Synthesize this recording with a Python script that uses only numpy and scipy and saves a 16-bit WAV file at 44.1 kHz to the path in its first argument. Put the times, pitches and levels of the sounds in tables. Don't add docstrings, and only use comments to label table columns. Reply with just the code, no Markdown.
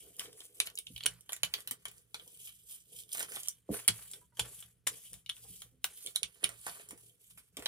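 import sys
import numpy as np
from scipy import signal
from scipy.fft import rfft, irfft, next_fast_len
from scipy.io import wavfile
from scipy.ndimage import uniform_filter1d, map_coordinates

SR = 44100
rng = np.random.default_rng(int(sys.argv[2]) if len(sys.argv) > 2 else 0)


def wav_record(signal):
    frames = np.transpose(np.atleast_2d(signal))
    bounded = np.clip(frames, -1, 1)
    quanta = np.round(bounded * 32767).astype(np.int16)
    wavfile.write(sys.argv[1], SR, quanta)


def gain_from_db(level_db):
    decades = np.asarray(level_db, float) / 20
    return 10 ** decades


N = 338247


def evened(x):
    return x / np.sqrt(np.mean(x ** 2) + 1e-20)


def smooth_noise(shape, width, axes=(0, 0)):
    x = rng.standard_normal(shape)
    for axis in axes:
        x = uniform_filter1d(x, width, axis=axis)
    return evened(x)


def read(points, hz):
    f, value = np.transpose(points)
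    return np.interp(np.log(hz + 1), np.log(f + 1), value)


def coloured(x, points):
    size = next_fast_len(N)
    gain = gain_from_db(read(points, np.fft.rfftfreq(size, 1 / SR)))
    return evened(irfft(rfft(x, size) * gain, size)[..., :N])


def along(rows):
    s, *columns = np.transpose(rows)
    return [np.interp(np.arange(N) / SR, s, column) for column in columns]


def add(mix, s, sound):
    part = mix[..., round(s * SR):][..., :sound.shape[-1]]
    part += sound[..., :part.shape[-1]]


def ring(modes, detune=0, scatter_db=0, chance=np.zeros(20)):
    hz, db, t60_ms = np.transpose(modes)[:, :, None]
    t = np.arange(round(t60_ms.max() * SR / 1000) + 64) / SR
    strength, shift = chance[:2 * len(modes)].reshape(2, -1, 1)
    u = t * 1000 * np.log(1000) / t60_ms
    shape = np.exp(-u) * (1 - np.exp(-3.5 * u)) / np.sqrt(t60_ms)
    sign = (-1) ** np.arange(len(modes))[:, None]
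    tone = np.sin(2 * np.pi * hz * (1 + detune * shift) * t)
    return (sign * gain_from_db(db + scatter_db * strength) * shape * tone).sum(0)


def snaps(per_s, spread_db):
    size = gain_from_db(spread_db * np.minimum(rng.exponential(1, N), 4))
    return size * rng.standard_normal(N) * (rng.random(N) < per_s / SR)


def shaken(modes, per_s):
    return evened(signal.oaconvolve(snaps(per_s, 3.5), ring(modes))[:N])


def patchy(x):
    z = signal.stft(x, nperseg=256)[2]
    patch_db = 3 * smooth_noise(z.shape, 10, axes=(0, 1))
    return evened(signal.istft(z * gain_from_db(patch_db), nperseg=256)[1][:N])


def hump(t, s, rise, fall):
    return -20 * (abs(t - s) / np.where(t < s, rise, fall)) ** 1.25


def summed(levels_db):
    db = 10 * np.log10(sum(gain_from_db(level) ** 2 for level in levels_db) + 1e-14)
    return np.interp(np.arange(N) / SR, np.arange(len(db)) / 1000, db)


# f/Hz, density level/dB
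HUSH_SPECTRUM = [(18, -35.5), (30, -6.5), (128, -6), (298, -14.5), (504, -25.5), (790, -32.5),
                 (1410, -25.5), (16400, -37.5)]


def hush():
    noise = rng.standard_normal(N) + 0.39 * rng.standard_normal((2, N))
    return gain_from_db(-81.5) * coloured(noise, HUSH_SPECTRUM)


# f/Hz, T60/s
ROOM_DECAY = [(150, 0.014), (600, 0.12), (2000, 0.1), (6000, 0.11), (14000, 0.095)]


def room(x):
    taps = np.zeros((2, SR // 2))
    starts = np.arange(120, SR // 2 - 20, 20)
    at = starts + rng.integers(0, 20, (2, len(starts)))
    np.put_along_axis(taps, at, rng.choice([-1., 1.], at.shape), 1)
    hz, t, z = signal.stft(taps, SR, nperseg=128)
    decay = gain_from_db(-60 * t / read(ROOM_DECAY, hz)[:, None])
    tail = signal.istft(z * decay, SR, nperseg=128)[1]
    tail = tail / np.linalg.norm(tail, axis=1, keepdims=True)
    return signal.oaconvolve(x[None], tail, axes=1)[:, :N]


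# t/s, lag of the left port/samples, left-right level difference/dB
ROLLER_PLACE = [(0, -2, -.9), (.75, -8, .1), (1.2, 3, -1.8), (1.75, 8, -1.3), (2.75, 10, -2.2),
                (3.3, 9, -1.9), (3.75, -4, -.3), (4.25, -1, -1.5), (5.25, -2, .9), (5.8, -3, .1),
                (6.2, 9, -3.2), (6.75, 10, -2.6), (7.3, 7, -3.5), (7.67, 5, -1.1)]


def ports(x):
    scatter_db, scatter_s, shift_s = -5, .0006, 1.3
    n, (late, pan_db) = np.arange(N), along(ROLLER_PLACE)
    pair = np.array([gain_from_db(side * pan_db) * map_coordinates(x, [n - side * late], order=3)
                     for side in (.5, -.5)])
    echo = np.diff(rng.standard_normal((3, 2, 301))) * np.exp(-np.arange(300) / SR / scatter_s)
    echo = gain_from_db(scatter_db) * echo / np.linalg.norm(echo, axis=2, keepdims=True)
    phase = n / SR / shift_s + np.arange(3)[:, None, None] / 3
    turn = np.sqrt(2 / 3) * np.cos(np.pi * phase)
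    scattered = signal.oaconvolve(turn * pair, echo, axes=2).sum(0)[:, :N]
    return (pair + scattered) / np.sqrt(1 + gain_from_db(scatter_db) ** 2)


# t/s, peak level/dB, f/Hz, T60/s
THUDS = [(0.902, -51, 159.5, 0.17), (1.051, -49.5, 452, 0.11), (1.437, -54.5, 96.5, 0.36),
         (2.266, -64, 480, 0.11), (2.94, -74, 476, 0.13), (3.692, -31, 335, 0.054),
         (3.6928, -33.5, 208, 0.16), (3.704, -27, 209.5, 0.1), (6.441, -47.5, 198, 0.13),
         (5.45, -63, 803, 0.098), (6.69, -45.5, 710, 0.048), (5.442, -64, 461, .1),
         (3.888, -40.5, 109, 0.24), (4.392, -45.5, 477, 0.062), (5.501, -54.5, 111, 0.071),
         (5.716, -72, 257, 0.41), (6.434, -45, 380, 0.056), (6.931, -48.5, 338, 0.035),
         (7.575, -46, 385, 0.032), (1.714, -53, 244, 0.069), (4.139, -61, 404, 0.042),
         (4.216, -64, 995, 0.09), (4.324, -66.5, 942, 0.11), (6.668, -45, 603, 0.026),
         (6.751, -70, 230, 0.037), (6.915, -55.5, 209, 0.11), (7.589, -42, 318, 0.035),
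         (3.205, -61, 980, .04), (3.365, -47.5, 785, 0.038)]
# f/Hz, level/dB, T60/ms
LEG_MODES = [(59.6, 4, 75), (117.2, 7, 440), (166.4, 1.5, 91), (187, -26.5, 130)]


def thuds():
    out, t = np.zeros(N), np.arange(2500) / SR
    legs = [(f, db - 21, ms) for f, db, ms in LEG_MODES]
    # ratio to its pitch, level/dB, T60 ratio/(ms/s)
    partials = [(1, 0, 900), (.62, -15, 500), (1.3, -7, 500), (1.6, -8, 500), (2.05, -10, 400),
                (3.1, -17, 300)]
    for s, db, hz, t60 in THUDS:
        chance = rng.standard_normal(2540)
        blow = np.exp(-t / 0.00022) + 0.062 * chance[40:] * np.exp(-t / 0.027)
        plate = [(hz * ratio, level, length * t60) for ratio, level, length in partials]
        body = signal.oaconvolve(blow, ring(plate + legs, .015, 2.2, chance))
        add(out, s - .002, gain_from_db(db + 1.5) * body / abs(body).max())
    return out


# t/s, tick level/dB, frame level/dB, plate level/dB, loudest frame f/Hz
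SLAMS = [(0.1946, -33.5, -36, -47.5, 4000), (0.601, -22.5, -24.5, -36, 3900),
         (1.059, -26.5, -34.5, -34.5, 2900), (1.3307, -30.5, -47.5, -41.5, 3040),
         (1.4325, -25.5, -23.5, -33.5, 3900), (1.8536, -35, -37.5, -41.5, 3000),
         (2.1436, -38, -35, -40, 2950), (3.1313, -33, -49, -79, 4570), (3.4842, -26.5, -48.5, -64.5, 2990),
         (3.8783, -16.5, -33, -30, 3330), (4.3942, -27, -27.5, -34.5, 3160),
         (5.2926, -43, -38.5, -47.5, 3150), (6.1553, -55, -55, -68, 3930), (6.231, -30.5, -27.5, -52, 3670),
         (6.4386, -38, -34, -37, 2940)]
# t/s, tick level/dB, frame level/dB, plate level/dB, loudest frame
# f/Hz
BOUNCES = [(1.0625, -23, -25.5, -49.5, 2990), (3.8832, -21, -23, -37, 3360),
           (3.8868, -37.5, -30, -41.5, 3600), (3.8925, -46, -44, -60, 3160),
           (4.3972, -27, -30.5, -43, 3150), (4.8708, -26, -31.5, -31.5, 2900),
           (4.8735, -23, -42, -47.5, 3300), (4.8815, -33, -43, -60, 3270), (5.85, -39, -50, -47, 3650),
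           (6.4475, -39, -39, -55, 2910), (6.2405, -50.5, -49.5, -55.5, 3900),
           (5.296, -37.5, -29, -50, 3150), (6.159, -25.5, -26.5, -46.5, 3900),
           (6.4413, -23.5, -23.5, -34.5, 2900)]
# t/s, tick level/dB, frame level/dB, plate level/dB,
# loudest frame f/Hz
AXLE_SNAPS = [
    (1.538, -31.5, -26, -34.5, 2940),
    (1.6741, -33, -38.5, -47.5, 4500),
    (1.71, -27, -38.5, -41, 3200),
    (4.8679, -33, -34.5, -36.5, 2700),
    (5.8422, -26, -30.5, -38, 3650),
]
# t/s, tick level/dB, frame level/dB, plate level/dB
BUMPS = [
    (6.6655, -38, -61, -37.5),
    (6.908, -40.5, -78, -48),
    (6.936, -70, -78, -67),
    (7.3754, -57, -74, -54.5),
    (7.569, -38.5, -40.5, -49),
    (7.598, -57.5, -53, -53.5),
    (7.6233, -46.5, -54, -48),
    (7.6582, -35, -26.5, -35),
]
# t/s, tick level/dB, frame level/dB, plate level/dB
JIGGLES = [(0.1661, -49, -87, -98), (0.6712, -41.5, -38.5, -50.5), (0.754, -42.5, -79, -85.5),
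           (0.7748, -45, -38.5, -84), (0.7871, -33, -41, -67.5), (0.8678, -62, -40.5, -67),
           (0.9614, -50.5, -38.5, -62.5), (0.978, -46.5, -45.5, -64.5), (1.0062, -56, -40.5, -54.5),
           (1.0356, -43, -38.5, -56.5), (1.0483, -58, -50, -50), (1.2082, -50.5, -67, -90),
           (1.2925, -46.5, -42, -46), (1.3213, -37, -46.5, -45.5), (1.364, -43, -50.5, -53),
           (1.4485, -37.5, -65, -60), (1.6047, -46, -52, -63), (1.882, -43.5, -48, -57.5),
           (1.9137, -49, -62, -65), (1.981, -52, -81, -93), (2.1966, -59, -45, -58), (2.277, -48, -57, -71),
           (5.2612, -56, -45.5, -91)]
# t/s, tick level/dB, frame level/dB, plate level/dB
TURNS = [(2.473, -58, -47, -63.5), (2.492, -69, -50.5, -73), (2.9875, -46, -50.5, -77),
         (3.091, -55, -58.5, -92.5), (3.118, -45.5, -49, -80), (3.127, -37, -63.5, -70),
         (3.155, -57, -64, -47.5), (3.32, -43, -64, -48.5), (3.36, -53, -40, -58.5),
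         (3.3835, -57, -51, -81), (3.4325, -41.5, -52, -65), (4.1136, -39.5, -62, -83),
         (4.1344, -41.5, -45.5, -60), (4.37, -49.5, -50, -61), (4.6036, -41, -68, -65),
         (4.6246, -51, -48, -59), (5.1316, -41, -65, -62.5), (5.139, -46, -52, -63.5),
         (5.366, -52, -55, -64), (5.6191, -42.5, -46.5, -58.5), (6.0619, -37.5, -42, -94),
         (6.071, -45.5, -39.5, -62), (6.4298, -53, -70, -48), (6.4909, -40, -50, -44.5),
         (6.888, -43, -61, -76), (6.9761, -53, -75, -65)]
# t/s, tick level/dB, frame level/dB, plate level/dB
TEARS = [(3.149, -38, -55, -43.5), (3.172, -36.5, -63, -63), (3.181, -46, -62, -43), (3.194, -33, -60, -51),
         (3.205, -50, -59, -39), (3.212, -42, -49, -56), (3.221, -56, -63, -60), (3.228, -35.5, -56, -47.5),
         (3.24, -56, -63, -58), (3.347, -55, -62, -50.5), (3.368, -49, -56, -44), (3.459, -48, -54, -66),
         (3.474, -42, -49, -60.5), (0.329, -53.5, -60, -87), (0.404, -51, -48, -68), (6.149, -58, -60, -68),
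         (6.68, -52, -56, -41), (6.695, -45, -46, -60), (6.797, -60, -65, -49.5), (6.815, -57, -61, -67),
         (3.742, -45, -52, -44), (3.757, -58.5, -62.5, -54), (2.225, -74, -74, -80), (2.587, -69, -88, -87),
         (2.696, -59, -58, -88), (3.035, -57, -57.5, -85), (1.0015, -72, -58, -76), (1.029, -72, -46, -66),
         (1.587, -60, -53, -48), (0.256, -59, -51, -61), (0.7, -51, -55, -73), (7.095, -62, -63.5, -86),
         (7.594, -45.5, -55.5, -64)]


def blows():
    usual_hz, dull_hz = 3150, 2220
    # rows, rattle T60/s, lift of the tick above 11 kHz/dB, lift of the plate below 900 Hz/dB
    pitched = [(SLAMS, .026, -1, -5), (AXLE_SNAPS, .026, 11.5, -7.5), (BOUNCES, .04, -1, -5)]
    # rows, rattle T60/s, loudest frame f/Hz
    small = [(BUMPS, .16, dull_hz), (JIGGLES, .036, usual_hz), (TURNS, .21, usual_hz),
             (TEARS, .019, usual_hz)]
    loud = [(*row, t60, hz, *lifts) for rows, t60, *lifts in pitched for *row, hz in rows]
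    return loud + [(*row, t60, hz, 4.5, 5) for rows, t60, hz in small for row in rows]


# f/Hz, level/dB, T60/ms
TICK_MODES = [(5900, -9, 2), (7230, -6, 6), (8800, -1, 1.8), (10200, -1, 1.8), (12000, -9, 1.3),
              (14500, -13, 1.1)]
# f/Hz, level/dB, T60/ms
FRAME_MODES = [(2246, -17, 17), (2953, -4.5, 5.8), (3293, -3, 7), (3650, -5, 5.7), (3940, -6, 6),
               (4460, -9.5, 4.4), (5470, -15.5, 1.2)]
# f/Hz, level/dB, T60/ms
PLATE_MODES = [(676, 2, 14), (740, -1, 16), (1087, 6.5, 7.4), (1410, 2.5, 3.33), (1517, 6.5, 19.4),
               (1630, 6.5, 2.82), (2395, 10.5, 1.48)]


def clacks():
    out, t = np.zeros(N), np.arange(6000) / SR - .004
    slip = gain_from_db(-37.5 + 7500 * t)
    crack = np.exp(-abs(t / 0.002) ** 1.5)
    onset = np.minimum(t / 0.00006 + 0.6, 1)
    for s, tick_db, frame_db, plate_db, t60, hz, edge_db, low_db in blows():
        chance = rng.standard_normal((3, 6020))
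        tick = [(f, db + edge_db * (f > 11000), ms) for f, db, ms in TICK_MODES]
        frame = [(f, db + 2.5 * np.exp(-((f - hz) / 450) ** 2), ms) for f, db, ms in FRAME_MODES]
        plate = [(f, db + low_db * (f < 900), ms) for f, db, ms in PLATE_MODES]
        # modes, peak level/dB, rattle re crack/dB, share of the rattle's length
        parts = [(tick, tick_db + 1.0, -15, 1.05), (frame, frame_db + 1.5, -19, .8),
                 (plate, plate_db + 1.0, -10, 1.1)]
        for (modes, db, rattle_db, share), draw in zip(parts, chance):
            fall = crack + gain_from_db(rattle_db - 60 * t / max(t60 * share, .01))
            force = draw[20:] * np.where(t < 0, slip, fall * onset)
            force[round(-t[0] * SR) + 4] += 4
            part = signal.oaconvolve(force, ring(modes, .015, 1.5, draw))
            peak = np.sqrt(uniform_filter1d(part ** 2, 90).max())
            add(out, s + t[0], gain_from_db(db) * part / peak)
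    return out


# start re plate level/dB, decay rate/(dB/s)
CLACK_HUM = [(-23.5, 152), (-22, 158), (-22.5, 79.5)]


def hums(t):
    return [[np.where(t < s, -200, db + start_db - fall * (t - s)) for s, _, _, db, *_ in blows()]
            for start_db, fall in CLACK_HUM]


# heaviest t/s, rise/s, fall/s, table top level/dB, table legs level/dB
LEANS = [(0.05, 0.55, 0.15, -56, -61), (0.23, 0.09, 0.33, -53, -68), (0.45, 0.12, .2, -79, -80),
         (0.7, 0.35, 0.22, -60, -76), (1.07, 0.087, 0.2, -65, -50), (1.46, 0.06, 0.09, -114, -52.5),
         (1.72, 0.073, 0.033, -58, -81), (1.9, 0.051, 0.24, -76, -63.5), (2.16, .04, 0.53, -66.5, -86.5),
         (2.95, 0.11, 0.28, -63, -59), (3.2, 0.067, 0.23, -51, -61.5), (3.4, 0.24, 0.1, -69.5, -62),
         (3.715, .03, 0.12, -37, -63.5), (3.9, .04, 0.81, -73.5, -57), (4.17, .06, 0.064, -60.5, -69),
         (4.42, .04, 0.15, -54.5, -45.5), (4.65, 0.23, 1, -83.5, -62.5), (5.129, 0.051, 0.065, -64, -49.5),
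         (5.48, 0.14, 0.58, -69, -54), (6.07, 0.12, 0.1, -61, -73), (6.25, 0.108, 0.084, -65, -52),
         (6.46, 0.13, 0.11, -56, -64.5), (6.92, 0.23, 0.36, -64, -60.5), (7.6, 0.026, 0.48, -50.5, -86)]


def leaning(t):
    top = [top_db + hump(t, s, rise, fall) for s, rise, fall, top_db, _ in LEANS]
    legs = [legs_db + hump(t, s, rise, fall) for s, rise, fall, _, legs_db in LEANS]
    sway = smooth_noise(len(t), 150)
    return top + [-82.5], legs + [-73 - 7 * sway]


# fastest t/s, rise/s, fall/s, fizz level/dB, weight on the plate/dB
PUSHES = [(0.0, 0.18, 0.29, -61, -20), (0.2, 0.023, 0.13, -53, -3), (0.42, 0.11, 0.11, -58.5, -14.5),
          (0.574, 0.092, 0.17, -65, -41), (0.669, 0.1, 0.023, -53, -8), (0.942, 0.37, 0.42, -65, -29),
          (1.112, 0.16, 0.098, -65.5, -30.5), (1.295, 0.013, 0.16, -62.5, -9),
          (1.587, 0.14, 0.098, -59.5, -15), (1.98, 0.36, 0.1, -67.5, -35), (2.198, 0.11, 1, -64.5, -33),
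          (2.475, 0.26, 0.11, -56, -27), (2.71, 0.072, 0.13, -53.5, -25), (2.99, 0.13, 0.071, -53.5, -54),
          (3.15, 0.052, 0.072, -48, -18), (3.21, 0.058, 0.053, -45, -3), (3.361, 0.13, 0.17, -50, -15.5),
          (3.744, 0.044, 0.12, -46, -7), (7.309, 0.026, 0.028, -61, -22), (7.383, 0.019, 0.041, -59, -14),
          (7.477, 0.16, 0.044, -73.5, -27), (6.914, 0.068, 0.021, -63.5, -14)]
# landing t/s, lifting t/s, swell on the way/dB, fizz level at the lift/dB, weight/dB
PULLS = [(3.947, 4.18, -13, -65.5, -16), (4.377, 4.592, 6.5, -55, -18), (4.917, 5.115, -3, -61, -25),
         (5.336, 5.566, 6, -57, -28), (5.849, 6.045, 15, -54.5, -22), (6.193, 6.434, 7.5, -68, -4.5),
         (6.432, 6.626, 3, -61.5, -20), (6.664, 6.814, -3, -60.5, -3.5), (6.668, 6.7, -11.5, -57.5, -24),
         (6.984, 7.085, -0.5, -66.5, -33), (7.214, 7.365, -5, -72.5, -25), (7.534, 7.684, 21, -58.5, -6)]


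def strokes(t):
    moves = [(db + hump(t, s, rise, fall), -6.5, weight_db) for s, rise, fall, db, weight_db in PUSHES]
    for lands, lifts, swell_db, db, weight_db in PULLS:
        way = db - swell_db * np.clip((lifts - t) / (lifts - lands), 0, 1)
        edges = 509 * np.maximum(lands - t, 0) + 171 * np.maximum(t - lifts, 0)
        moves.append((way - edges, -9, weight_db))
    return moves


def effort():
    t = np.arange(N * 1000 // SR + 2) / 1000
    moves = strokes(t)
    plate_hum, top_hum, legs_hum = hums(t)
    top_lean, legs_lean = leaning(t)
    fizz = [db for db, _, _ in moves] + [-95]
    frame = [-55 + 0.94 * (db + 55) + frame_db for db, frame_db, _ in moves]
    loaded = [db + weight_db for db, _, weight_db in moves]
    return (summed(fizz), summed(frame), summed(plate_hum + loaded),
            summed(top_hum + top_lean), summed(legs_hum + legs_lean))


# f/Hz, density level/dB
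FIZZ_SPECTRUM = [(1750, -42), (2600, -23), (5300, -22.5), (7980, -13), (9810, -8.5), (15300, -20),
                 (16000, -40), (16400, -46.5)]
# f/Hz, density level/dB
PEEL_SPECTRUM = [(900, -32), (2000, -15), (3200, -2), (5000, 3.5), (7000, -4), (9000, -18), (12000, -31)]
# f/Hz, level/dB, T60/ms
LOADED_FRAME_MODES = [(2350, -11, 14), (2950, -4.5, 6.8), (3200, 0, 5.9), (3900, -17, 5)]
# f/Hz, level/dB, T60/ms
TOP_MODES = [(335, 1, 39), (430, 7, 89), (490, 0, 48), (685, -4, 27)]


def stroke():
    fizz_db, frame_db, plate_db, top_db, legs_db = effort()
    wobble = smooth_noise(N, 300)
    threads = patchy(coloured(snaps(13000, 3.0), FIZZ_SPECTRUM))
    tack = .7 * gain_from_db(fizz_db + 4.5 + 2.2 * wobble)
    ends = np.array([np.roll(threads, N // 3), np.roll(threads, -N // 3)])

    frame = gain_from_db(frame_db - 3.0 + 3.1 * wobble) * patchy(shaken(LOADED_FRAME_MODES, 3600))
    plate = gain_from_db(plate_db + 2.5 + 0.64 * wobble) * patchy(shaken(PLATE_MODES, 900))
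    speed_db = -69 + 1.6 * (fizz_db + 54.5) + 2.0 * wobble
    peel_gain = np.hypot(gain_from_db(speed_db), gain_from_db(plate_db - 3.5))
    peel = peel_gain * patchy(coloured(snaps(3500, 3.2), PEEL_SPECTRUM))

    legs = shaken(LEG_MODES, 410)
    wide_legs = legs + np.outer([.22, -.22], np.roll(legs, N // 3))
    top = gain_from_db(top_db - 7.5) * patchy(shaken(TOP_MODES, 600))
    table = top + gain_from_db(legs_db - 7.0) * wide_legs
    return tack * threads + frame + plate + peel, tack * ends, table


def scene():
    near, ends, rumble = stroke()
    roller = clacks() + near
    table = thuds() + rumble
    far = room(gain_from_db(-6.0) * roller + gain_from_db(-1.5) * table.mean(0))
    shade = gain_from_db(np.outer([.5, -.5], along(ROLLER_PLACE)[1]))
    return ports(roller) + shade * (ends + far + hush()) + table * gain_from_db([[-.9], [.9]])


def low_pass(x):
    return signal.sosfilt(signal.butter(12, 16800, fs=SR, output="sos"), x)


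def record(dry):
    bass_cut = signal.butter(4, 50, "high", fs=SR, output="sos")
    top_cut = signal.cheby2(10, 35, 16500, fs=SR, output="sos")
    band = signal.sosfilt(top_cut, signal.sosfilt(bass_cut, dry))
    return low_pass(band)


dry = scene()
out = record(dry)
wav_record(out)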